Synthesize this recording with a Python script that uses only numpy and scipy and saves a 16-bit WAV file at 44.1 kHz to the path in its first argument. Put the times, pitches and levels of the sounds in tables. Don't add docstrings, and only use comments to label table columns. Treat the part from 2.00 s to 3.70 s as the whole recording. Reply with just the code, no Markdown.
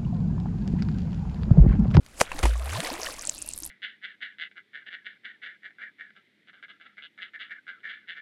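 import sys
import numpy as np
from scipy import signal
from scipy.fft import rfft, irfft
from scipy.io import wavfile

SR = 44100
rng = np.random.default_rng(int(sys.argv[2]) if len(sys.argv) > 2 else 0)


def master(y):
    cut = np.clip(np.atleast_2d(y).T, -1, 1)
    pcm = np.round(cut * 32767)
    wavfile.write(sys.argv[1], SR, pcm.astype(np.int16))


N = 74970
T = np.arange(N) / SR

# (frequency [Hz], level [dB])
IMPACT_COLOUR = [(200, -9), (2000, 7.5), (5500, 1), (10000, 2), (15500, -27.5)]


def amp(db):
    return 10 ** (np.asarray(db) / 20)


def unit(x):
    return x / np.sqrt(np.mean(x ** 2))


def curve(table, column=1):
    rows = np.array(table)
    return amp(np.interp(T, rows[:, 0], rows[:, column]))


def noise(colour):
    hz, db = np.array(colour).T
    bins = np.maximum(np.fft.rfftfreq(N, 1 / SR), 1)
    gain = amp(np.interp(np.log(bins), np.log(hz), db))
    return unit(irfft(rfft(rng.standard_normal(N)) * gain, N))


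def wander(hz):
    lowpass = np.exp(-(np.fft.rfftfreq(N, 1 / SR) / hz) ** 2)
    return unit(irfft(rfft(rng.standard_normal(N)) * lowpass, N))


def burst(start, hold_s, fall_s):
    return (T >= start) * np.exp(-np.maximum(T - start - hold_s, 0) / fall_s)


def sine(hz):
    return np.sin(2 * np.pi * np.cumsum(np.minimum(hz, SR / 2)) / SR)


def add(out, at, sound):
    i = int(at * SR)
    if 0 <= i < N:
        out[i:i + len(sound)] += sound[:N - i]


def bubble(hz, fall_s, glide):
    onset_cycles = 0.27
    age = np.arange(int(6 * fall_s * SR)) / (fall_s * SR)
    onset = 1 - np.exp(-age * fall_s * hz / onset_cycles)
    return onset * np.exp(-age) * sine(hz * (1 + glide * age))


def add_drop(out, at, hz, swell_s, db):
    glide, cut = 0.241, 0.67
    age = np.arange(-3.5, 2, 1 / (swell_s * SR))
    swell = (1 - (age / age[0]) ** 2) / (1 + 2 * age ** 2)
    shape = np.where(age < 0, swell, np.exp(-(age / cut) ** 2))
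    chirp = sine(hz * np.maximum(1 + glide * age, .1))
    add(out, at + age[0] * swell_s, amp(db) * shape * chirp)


def breeze():
    # (frequency [Hz], level [dB])
    air_colour = [(20, 2), (45, 3), (80, -7.5), (160, -13), (300, -11), (600, -37.5), (2000, -27),
                  (8000, -45.5), (15500, -55)]
    return amp(-52) * noise(air_colour)


def wash():
    # (time [s], low bubbles [dB], middle bubbles [dB], fizz [dB])
    levels = [(0, -66, -70, -70.5), (.15, -64, -60, -59.5), (.26, -78, -48, -76.5), (.30, -48, -48, -59),
              (.36, -46, -49, -49), (.42, -44.5, -45.5, -49), (.47, -41.5, -44, -43.5),
              (.52, -52.5, -48, -54), (.63, -44, -52, -55), (.73, -42.5, -38.5, -43),
              (.86, -37, -39.5, -41.5), (.97, -41.5, -44.5, -50), (1.08, -44, -43, -42),
              (1.15, -53.5, -51.5, -51.5), (1.26, -53, -50, -49), (1.33, -60, -62.5, -50.5),
              (1.64, -63, -70, -54), (1.7, -60, -68, -57)]
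    # (lowest pitch [Hz], highest pitch [Hz], rate [1/s], fall [cycles])
    bubble_sizes = [(437.5, 1378, 750, 2.7), (1340, 3770, 1400, 2.4), (3740, 12000, 1400, 1.6)]
    # (frequency [Hz], level [dB])
    foam_colour = [(100, -19), (300, 20), (450, 4), (1000, 3.5), (3000, 1.5), (8000, 8), (11000, 9.5),
                   (15500, -53)]
    water = noise(foam_colour) * curve(levels, column=3) * amp(-4.5)
    for column, (low, high, rate, cycles) in enumerate(bubble_sizes, start=1):
        cloud = np.zeros(N)
        chance = rng.random(size=(6000, 3))[:int(rate * N / SR)]
        for i, (when, pitch, strength) in enumerate(chance):
            hz = low * (high / low) ** pitch
            db = 5.5 * min(-np.log(strength), np.pi)
            add(cloud, (i + when) / rate, amp(db) * bubble(hz, cycles / hz, glide=0.028))
        water += unit(cloud) * curve(levels, column)
    churn_db = 1.38 * wander(hz=60)
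    return water * amp(churn_db)


def smacks():
    # (time [s], level [dB])
    clots = [(.063, -40), (0.175, -45), (.2018, -23), (.203, -29), (.317, -35), (0.3306, -41),
             (.3908, -24.5), (.536, -38), (0.596, -34.5), (.8037, -21.5), (.8722, -27), (.9387, -30),
             (1.0873, -33)]
    return noise(IMPACT_COLOUR) * sum(amp(db) * burst(at, 0, fall_s=0.0016) for at, db in clots)


def slap():
    # (frequency [Hz], level [dB])
    crack_colour = [(40, -18), (250, -9), (700, 11), (1700, -7.5), (2700, 7), (3600, -7.5), (5000, -2.5),
                    (7300, -1), (11000, -9), (15500, -24)]
    # (frequency [Hz], level [dB])
    hiss_colour = [(100, 2), (600, 16), (2500, -3.5), (4000, 1.5), (7000, 9), (11000, 5), (15500, -19)]
    pop_at, from_hz, to_hz, sag_s = .2141, 1970, 472, 0.00045
    pop_fall_s, ring_fall_s, hiss_rise_s, hiss_fall_s = 0.0012, 0.0051, 0.017, 0.015
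    hit = amp(-17.5) * noise(crack_colour) * burst(.2088, hold_s=0.0065, fall_s=0.0019)
    pop_level = amp(-1.5) * np.exp(-T / pop_fall_s) + amp(-19) * np.exp(-T / ring_fall_s)
    pop_hz = to_hz + (from_hz - to_hz) * np.exp(-T / sag_s)
    add(hit, pop_at, -pop_level * sine(pop_hz))
    thud = amp(-22.5) * np.exp(-((T - pop_at) / 0.00094) ** 2)
    halo = np.exp(-np.maximum((pop_at - T) / hiss_rise_s, (T - pop_at) / hiss_fall_s))
    return hit - thud + amp(-30.5) * halo * noise(hiss_colour)


def plunge():
    # (time [s], level [dB])
    heave_levels = [(0, -80), (.27, -64), (.31, -39.5), (.42, -32.5), (.46, -67), (1.7, -71)]
    # (frequency [Hz], level [dB])
    heave_colour = [(20, 5), (40, -17), (80, -15), (160, -16.5), (600, -63)]
    # (time [s], level [dB], hold [s], fall [s])
    gulps = [(0.4298, -21, 0.0081, 0.0063), (0.4533, -20, 0.0019, 0.0078)]
    # (frequency [Hz], level [dB])
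    gulp_colour = [(60, 7.5), (200, 1), (350, 3.5), (550, -3), (950, -1.5), (1600, -8), (2700, -4.5),
                   (3800, -14.5), (8000, -17.5), (11000, -19), (15500, -57)]
    water = noise(gulp_colour) * sum(amp(db) * burst(at, hold, fall) for at, db, hold, fall in gulps)
    knock = -amp(-12) * bubble(hz=944, fall_s=0.0027, glide=0)
    add(water, .4541, knock)
    return water + noise(heave_colour) * curve(heave_levels)


def plops():
    # (time [s], starting pitch [Hz], level [dB], fall [s])
    large_bubbles = [(.317, 990, -18.5, 0.0019), (.317, 1510, -20, 0.0012), (0.3178, 2510, -22.5, 0.0024),
                     (0.346, 281, -36.5, 0.021), (.391, 1110, -30, 0.0015), (.433, 353, -23.5, 0.0096),
                     (.555, 1088, -36, 0.011), (.60, 634, -38.5, 0.022), (.66, 743, -33.5, .009),
                     (0.728, 1136, -28, .005), (.757, 983, -27, .009), (.78, 642, -29, 0.011),
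                     (.825, 292, -34.5, 0.016), (0.846, 1920, -25.5, 0.0034), (.8695, 2130, -17.5, 0.001),
                     (0.913, 257, -30.5, 0.015), (.928, 322.4, -34, 0.027), (0.951, 1230, -35, .007),
                     (0.979, 1920, -35, 0.0034), (.99, 401, -35, 0.0127), (1.03, 611, -37, 0.021),
                     (1.064, 2880, -24.5, 0.0032), (1.0693, 1680, -19.5, 0.002),
                     (1.086, 1092, -29.5, 0.0065), (1.184, 1096, -37.5, 0.011), (1.28, 591, -43, 0.015),
                     (1.445, 590, -49, 0.012), (1.62, 304, -42, 0.015)]
    out = np.zeros(N)
    for at, hz, db, fall_s in large_bubbles:
        add(out, at, amp(db) * bubble(hz, fall_s, glide=0.0485))
    return out


def air_pocket():
    trapped_at, closed_at, start_hz, top_hz = .4325, .818, 54.06, 232
    fade_s, fall_s, wobble_depth = 0.0097, .075, 0.162
    life = closed_at - trapped_at
    size = np.sqrt(np.maximum(1 - (T / life) ** 2, (start_hz / top_hz) ** 2))
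    wobble = np.exp(wobble_depth * (1 - size) * wander(hz=71))
    gate = np.clip(np.minimum(T, life - T) / fade_s, 0, 1)
    boom = amp(-11.5) * np.exp(-T / fall_s) + amp(-32.5)
    out = np.zeros(N)
    add(out, trapped_at, -gate * boom * wobble ** 2 * sine(start_hz / size * wobble))
    return out


def fine_spray():
    # (time [s], typical peak level [dB])
    levels = [(0, -62), (.28, -52.5), (.45, -54), (.62, -40), (.8, -44.5), (1.05, -40), (1.15, -40.5),
              (1.32, -50), (1.45, -35.5), (1.65, -44), (1.7, -39)]
    drops_per_s, centre_hz = 170, 8950
    patter = np.zeros(N)
    for when, pitch, strength in rng.random(size=(1500, 3))[:int(drops_per_s * N / SR)]:
        db = 7.5 * (min(-np.log(strength), np.pi) - 1.5)
        add_drop(patter, when * N / SR, centre_hz * 2 ** (pitch - .5), swell_s=0.00037, db=db)
    return patter * curve(levels)


def near_drops():
    # (time [s], relative level [dB], pitch at the peak [Hz], swell [s])
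    drops = [(.8039, -22, 8000, .0005), (.85, -23, 4480, .0007), (.9024, -22, 4740, .0007),
             (1.0173, -26, 6100, .0016), (1.033, -18, 5600, .0006), (1.0461, -24, 5340, .0011),
             (1.1942, -24, 6370, .0008), (1.2129, -28, 6030, .0012), (1.2234, -24, 8270, .0006),
             (1.2529, -20, 8180, .0007), (1.2629, -28, 6800, .0005), (1.2733, -15, 7840, .0009),
             (1.2938, -21, 7600, .0009), (1.2961, -11, 7320, .001), (1.3482, -28, 10500, .0007),
             (1.381, -29, 7240, .0011), (1.388, -27, 9200, .0007), (1.4188, -24, 7400, .0008),
             (1.4237, -17, 9200, .0006), (1.477, -25, 10600, .0004), (1.4896, -17, 9390, .0008),
             (1.504, -28, 8870, .0004), (1.5135, -29, 7320, .0006), (1.5366, -20, 7840, .0009),
             (1.5629, -28, 11100, .0005), (1.5781, -20, 10400, .0006), (1.5886, -23, 10500, .0006),
             (1.6028, -25, 10700, .0005), (1.624, -27, 11600, .0005), (1.6345, -22, 6030, .0006),
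             (1.6376, -24, 9000, .0004), (1.6465, -25, 8000, .0009), (1.6521, -21, 10300, .0006),
             (1.6633, -22, 11400, .0008), (1.6756, -26, 9650, .0004)]
    chirp_db, after_db, tick_db = -1, -16.5, -21
    chirps, tick_level = np.zeros(N), np.zeros(N)
    for at, db, hz, swell_s in drops:
        lag_s = rng.uniform(0.001, 0.003)
        add_drop(chirps, at, hz, swell_s, db + chirp_db)
        add_drop(chirps, at + lag_s, hz, swell_s, db + after_db)
        tick_level += amp(db + tick_db) * burst(at - swell_s, 0, fall_s=.0008)
    return chirps + tick_level * noise(IMPACT_COLOUR)


def far_whistle():
    # (time [s], level [dB])
    levels = [(0, -110), (1.35, -87), (1.38, -48), (1.43, -56.5), (1.51, -49), (1.56, -84), (1.7, -65)]
    pitch_hz, waver = 2670, 0.05
    return curve(levels) * sine(pitch_hz * (1 + waver * wander(hz=346)))


def scene():
    bank_db, bank_fall_s = -26, 0.047
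    splash = slap() + smacks() + plops() + near_drops() + fine_spray() + wash()
    scatter = rng.standard_normal(N) * np.exp(-T / bank_fall_s)
    bank = signal.fftconvolve(splash, scatter / np.linalg.norm(scatter))[:N]
    return (splash + amp(bank_db) * bank + plunge() + air_pocket() + far_whistle() + breeze())[None]


def record(dry):
    top_hz = 15800
    return signal.sosfilt(signal.ellip(8, .2, 80, top_hz, fs=SR, output="sos"), dry)


dry = scene()
out = record(dry)
master(out)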